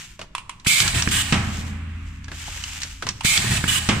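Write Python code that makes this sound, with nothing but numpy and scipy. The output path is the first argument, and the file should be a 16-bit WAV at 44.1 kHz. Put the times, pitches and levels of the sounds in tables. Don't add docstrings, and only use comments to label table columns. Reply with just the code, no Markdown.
import sys
import numpy as np
from scipy import signal
from scipy.fft import rfft, irfft, next_fast_len
from scipy.io import wavfile
from scipy.ndimage import map_coordinates

SR = 44100
rng = np.random.default_rng(int(sys.argv[2]) if len(sys.argv) > 2 else 0)


def unload_wav(signal):
    wavfile.write(
        sys.argv[1],
        SR,
        np.round(np.clip(np.atleast_2d(signal).T, -1, 1) * 32767).astype(np.int16),
    )


N = 176400

# (frequency [Hz], likeness [0 to 1])
NEAR_LIKENESS = [(150, .99), (400, 0.4), (1200, 0.53), (12000, 0.057)]
ROOM_LIKENESS = [(100, 1), (700, 0.7), (3000, 0)]
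# (frequency [Hz], level [dB])
METAL_COLOUR = [(300, -35), (1200, 4.5), (2500, 7), (6000, 7), (8500, 1), (11000, -25), (15000, -31)]


def exhaust():
    # (start [s], length [s], level [dB])
    ram_down = [(.666, 0.16, -15), (3.246, 0.128, -16)]
    crimp = [(.942, 0.065, -22.5), (3.505, 0.071, -23.5)]
    ram_up = [(1.110, 0.11, -18), (3.677, 0.11, -18.5)]
    # (frequency [Hz], level [dB])
    down_colour = [(600, -38), (1200, -13), (1950, -16), (2200, 3), (2700, -8.5), (3400, -2.5),
                   (4700, -7.5), (6300, -9), (7700, -2.5), (8600, -7.5), (9400, -7.5), (10300, -18.5),
                   (14500, -19)]
    crimp_colour = [(300, -28), (700, -9), (1800, -0.5), (2350, -2.5), (3200, 0), (4700, -5), (6500, -7),
                    (7900, -1), (8700, -7), (9500, -4.5), (10500, -22), (14500, -19)]
    up_colour = [(650, -30), (1200, -8.5), (1850, -4.5), (2350, -5.5), (3300, -1.5), (4000, -7.5),
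                 (4800, -9.5), (6400, -9), (7600, -1.5), (9400, -6.5), (10600, -17.5), (14500, -19)]
    # (time [s], level [dB])
    bleed = [(.64, -94), (.648, -33), (.81, -22), (.87, -17), (.92, -24), (1.05, -27), (1.31, -25),
             (1.36, -35.5), (3.22, -116), (3.235, -29.5), (3.39, -20), (3.49, -20), (3.62, -26.5),
             (3.87, -26.5), (3.92, -32)]
    return (bursts(ram_down, down_colour, attack_s=0.0011, sag_db_per_s=18, release_s=0.005)
            + bursts(crimp, crimp_colour, attack_s=0.0034, sag_db_per_s=-5, release_s=0.011)
            + bursts(ram_up, up_colour, attack_s=0.0022, sag_db_per_s=9, release_s=0.0054)
            + level(bleed) * amp(0.56 * wobble(40) - 4.5) * hiss(crimp_colour))


def bursts(rows, colour, attack_s, sag_db_per_s, release_s):
    t, flow = np.arange(N) / SR, np.zeros(N)
    for start, length, db in rows:
        age = np.maximum(t - start, 0)
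        opening = 1 - np.exp(-age / attack_s)
        closing = np.exp(-np.maximum(age - length, 0) / release_s)
        flow += amp(db - sag_db_per_s * age) * opening * closing
    flutter = amp(.6 * wobble(110))
    return flow * flutter * hiss(colour)


def hiss(colour, ripple_db=3.5, ripple_hz=70):
    # (frequency [Hz], half width [Hz], boost [dB])
    muffler = [(2380, 240, 3), (7600, 150, 2)]
    # (frequency [Hz], left minus right [dB])
    balance = [(300, -9.5), (1290, 1.5), (2380, -8.5), (4400, -1), (8120, -0.5), (15000, -9.5)]
    ripple_points = rng.standard_normal((2, 2048))

    def shape(hz):
        ripple = np.array([map_coordinates(ear, [hz / ripple_hz], mode="mirror") for ear in ripple_points])
        peaks_db = sum(db / (1 + ((hz - centre) / width) ** 2) for centre, width, db in muffler)
        return amp(ripple_db * ripple + peaks_db) * pan(along(balance, hz))
    return noise(colour, NEAR_LIKENESS, shape=shape)


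def top_stop(crack_t60=0.056, plates_t60=3.86):
    # (time [s], level [dB])
    blows = [(1.324, -16.5), (1.342, -27.5), (3.889, -16)]
    # (frequency [Hz], level [dB])
    clank_colour = [(150, -6.5), (260, 2.5), (400, -5), (850, -5.5), (1500, -4.5), (2900, 1), (4400, -10.5),
                    (8500, -15.5), (11500, -44)]
    # (frequency [Hz], t60 [s])
    clank_t60 = [(400, 0.23), (1400, 0.52), (3000, 0.17), (8000, 0.26)]
    # (frequency [Hz], level [dB], t60 [s])
    housing = [(113, -3.5, .11), (151.5, 2.5, .09), (203, 2, 0.14), (620, -16.5, 0.088), (827, -18, 0.36),
               (1030, -24.5, 0.28), (1262, -13.5, 0.36)]
    plates_colour = [(400, -30), (1100, 7.5), (2600, 9), (9000, -35)]
    out, t = np.zeros((2, N)), np.arange(2 * SR) / SR
    for start, db in blows:
        clank = fade(noise(clank_colour, NEAR_LIKENESS, len(t)), clank_t60)
        crack = noise(METAL_COLOUR, NEAR_LIKENESS, len(t)) * amp(-1 - 60 * t / crack_t60)
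        body = sum(amp(tone_db - 60 * t / t60) * np.sin(2 * np.pi * hz * t) for hz, tone_db, t60 in housing)
        plates = noise(plates_colour, ROOM_LIKENESS, len(t)) * amp(-22 - 60 * t / plates_t60)
        add(out, start, amp(db) * (clank + crack + body + plates))
    return out * pan(-2)


def valve_clacks():
    # (time [s], level [dB], ring [Hz])
    clacks = [(.663, -15, 2370), (1.074, -12, 1620), (3.245, -21, 2560), (3.254, -17, 1840),
              (3.640, -12, 1690)]
    # (frequency [Hz], level [dB])
    colour = [(250, 3), (550, -14), (1200, 3.5), (2400, 6), (3500, -10), (15000, -27)]
    return pan(-7) * hits(clacks, colour, t60=0.01, ring_db=-6.5, ring_t60=0.014,
                          after_db=-21, after_t60=0.13)


def metal_clinks():
    # (time [s], level [dB], ring [Hz])
    clinks = [(.598, -41.5, 3940), (.802, -9.5, 3700), (.878, -14.5, 4070), (1.022, -14.5, 5580),
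              (1.088, -21.5, 5440), (2.243, -37, 5700), (2.638, -23.5, 2950), (2.818, -24.5, 4970),
              (2.832, -21, 6670), (3.068, -26, 4050), (3.089, -15.5, 5550), (3.375, -11, 3440)]
    return pan(-2.5) * hits(clinks, METAL_COLOUR, t60=0.013, ring_db=0, ring_t60=0.021,
                            after_db=-11, after_t60=0.1)


def hollow_taps():
    # (time [s], level [dB], ring [Hz])
    taps = [(.350, -18.5, 1030), (.381, -24.5, 1030), (.494, -25, 1060), (.648, -38.5, 1010),
            (3.208, -22.5, 896)]
    # (frequency [Hz], level [dB])
    colour = [(200, -23), (600, -36), (950, 8.5), (1700, -6), (2700, 5.5), (4000, -7), (6000, -11),
              (9300, -7.5), (11500, -30)]
    return pan(-3) * hits(taps, colour, t60=0.015, ring_db=-1, ring_t60=0.022,
                          after_db=-15, after_t60=0.16)


def can_knocks():
    # (time [s], level [dB], ring [Hz])
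    knocks = [(.192, -31.5, 643), (.214, -30.5, 2890), (2.281, -33.5, 1640), (2.316, -30.5, 1730),
              (2.48, -34, 857), (2.562, -39, 2180), (2.850, -40, 1460), (3.023, -24, 1500),
              (3.0665, -23.5, 1030)]
    # (frequency [Hz], level [dB])
    colour = [(150, 7.5), (300, 3.5), (1400, 2), (3700, -2.5), (6200, -6), (9000, -14), (15000, -36.5)]
    return pan(-0.5) * hits(knocks, colour, t60=0.014, ring_db=-3, ring_t60=0.045,
                            after_db=-6.5, after_t60=0.13)


def hits(rows, colour, t60, ring_db, ring_t60, after_db, after_t60):
    out, t = np.zeros((2, N)), np.arange(SR // 4) / SR
    envelope = amp(-60 * t / t60) + amp(after_db - 60 * t / after_t60)
    ring_fade = amp(ring_db - 60 * t / ring_t60)
    attack = 1 - np.exp(-t / 0.0009)
    for start, db, ring_hz in rows:
        crack = noise_hit(colour, envelope)
        ring = 0
        for side in (-1, 0, 1):
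            hz = ring_hz * (1 + side * 0.0458 * rng.uniform(0.57, 4.08))
            ring += np.sin(2 * np.pi * hz * t + side * rng.uniform(0, 2 * np.pi)) / (1 + abs(side))
        add(out, start, amp(db) * (crack + ring * ring_fade) * attack)
    return out


def thumps(puff_hz=155, puff_t60=0.022, jolt_t60=0.37):
    # (time [s], level [dB])
    puffs = [(.669, -14), (1.074, -15), (3.249, -13), (3.640, -14.5)]
    jolts = [(0.804, -25), (0.85, -25), (0.941, -22), (1.076, -24), (1.326, -19), (3.052, -30.5),
             (3.38, -25), (3.44, -22.5), (3.507, -18), (3.64, -25), (3.89, -19)]
    # (frequency [Hz], level [dB])
    colour = [(35, -67), (70, -4.5), (110, 5.5), (200, -5.5), (270, -13), (400, -16.5), (800, -51)]
    out, t = np.zeros((2, N)), np.arange(SR) / SR
    for start, db in puffs:
        add(out, start, amp(db + 6 - 60 * t / puff_t60) * np.sin(2 * np.pi * puff_hz * t))
    envelope = amp(-60 * t / jolt_t60) * (1 - np.exp(-t / 0.0015))
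    for start, db in jolts:
        add(out, start, amp(db) * noise_hit(colour, envelope))
    return out


def frame_hum(waver_db=2.1, rise_s=0.0035):
    # (time [s], level [dB])
    blows = [(0.936, -25.5), (1.326, -32.5), (3.505, -33), (3.89, -45)]
    # (frequency [Hz], level [dB], t60 [s])
    tones = [(82, 1.5, 6.2), (125, -4, 0.45), (194, -13, 3.4), (271, -17, 6.3)]
    t, out = np.arange(N) / SR, np.zeros(N)
    for hz, tone_db, t60 in tones:
        energy = np.zeros(N)
        for start, db in blows:
            age = np.maximum(t - start, 0)
            energy += amp(db - 60 * age / t60) ** 2 * np.minimum(age / rise_s, 1)
        gain = np.sqrt(energy) * amp(tone_db + waver_db * wobble(7.31))
        out += gain * np.sin(2 * np.pi * hz * t + 0.14 * wobble(6.8))
    return out


def can_slides(rough_db=1.25, grain_db=1.5):
    # (time [s], level [dB])
    slides = [(.02, -36.5), (.16, -55), (.3, -70), (1.43, -43.5), (1.54, -36), (1.68, -42.5), (1.85, -62.5),
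              (2.08, -53.5), (2.29, -60.5), (2.33, -41.5), (2.5, -34), (2.82, -35), (3.0, -46.5),
              (3.3, -50)]
    # (frequency [Hz], level [dB])
    colour = [(350, -30.5), (900, -12.5), (1700, -6.5), (2870, -2.5), (4200, -9.5), (7600, -6),
              (10100, -20), (15000, -23.5)]
    catching = amp(rough_db * wobble(45) + grain_db * wobble(420))
    return level(slides) * unit(catching * noise(colour, NEAR_LIKENESS))


def workshop():
    # (frequency [Hz], level [dB])
    steady_colour = [(20, 7), (48, 5.5), (170, -2.5), (350, -15), (600, -39.5), (1000, -22), (2200, -22),
                     (15000, -62)]
    rumble_colour = [(20, -27), (50, 15), (70, -4.5), (130, -2), (250, -13.5), (500, -73)]
    # (time [s], level [dB])
    rumble = [(0, -54), (.62, -62), (.9, -36), (1.5, -39.5), (2.3, -38.5), (2.9, -42.5), (3.2, -48),
              (3.6, -34), (4, -46)]
    steady = amp(-47.5) * noise(steady_colour, ROOM_LIKENESS)
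    return steady + level(rumble) * noise(rumble_colour, ROOM_LIKENESS)


def room(x, echo_db):
    # (frequency [Hz], t60 [s])
    echo_t60 = [(150, 2.5), (2000, 0.7), (5000, 0.75), (14000, 0.29)]
    tail = fade(noise([(100, 0.015), (15000, 0)], ROOM_LIKENESS, SR), echo_t60)
    tail *= 1 - np.exp(-np.arange(SR) / SR / 0.0037)
    tail /= np.linalg.norm(tail[0])
    return x + amp(echo_db) * signal.fftconvolve(x, tail, axes=1)[:, :N]


def noise(colour, likeness, size=N, shape=lambda hz: 1):
    hz = np.fft.rfftfreq(size, 1 / SR)
    spread = np.arccos(np.clip(along(likeness, hz), -1, 1)) / 2
    phases = np.exp(2j * np.pi * rng.random((2, len(hz))))
    mid, side = phases * [np.cos(spread), np.sin(spread)]
    spectrum = np.array([mid + side, mid - side]) * amp(along(colour, hz)) * shape(hz)
    return unit(irfft(spectrum, size))


def noise_hit(colour, envelope):
    return unit(noise(colour, NEAR_LIKENESS, len(envelope)) * envelope) * np.sqrt(np.mean(envelope ** 2))


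def fade(x, t60):
    hz, t, slices = signal.stft(x, SR, nperseg=256)
    decay = amp(-60 * t / along(t60, hz)[:, None])
    return signal.istft(slices * decay, SR, nperseg=256)[1][:, :x.shape[1]]


def amp(db):
    return 10 ** (np.asarray(db) / 20)


def pan(db):
    return amp(db * np.array([[.5], [-.5]]))


def unit(x):
    return x / np.sqrt(np.mean(x ** 2) + 1e-20)


def along(points, hz):
    freqs, values = np.transpose(points)
    return np.interp(np.log(hz + 1), np.log(freqs + 1), values)


def level(rows):
    return amp(np.interp(np.arange(N) / SR, *np.transpose(rows)))


def wobble(rate):
    return map_coordinates(rng.standard_normal(int(N * rate / SR) + 4), [np.arange(N) * rate / SR])


def add(out, start, x):
    i = max(0, round(start * SR))
    out[:, i:i + x.shape[-1]] += x[..., :max(0, N - i)]


def scene():
    contacts = amp(3) * (hollow_taps() + can_knocks() + metal_clinks() + valve_clacks())
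    background = workshop()
    return (room(exhaust(), echo_db=-10.5) + room(top_stop(), echo_db=-9) + room(contacts, echo_db=-17.5)
            + room(thumps(), echo_db=-14) + frame_hum() + can_slides() + background)


def record(dry, left_lag_s=.00004, top_hz=15200):
    size = next_fast_len(N + SR // 2)
    hz = np.fft.rfftfreq(size, 1 / SR)
    lag = np.exp(2j * np.pi * hz * left_lag_s * np.array([[-.5], [.5]]))
    treble_cut = 1 / (1 + (hz / top_hz) ** 160)
    return irfft(rfft(dry, size) * lag * treble_cut, size)[:, :N]


dry = scene()
out = record(dry)
unload_wav(out)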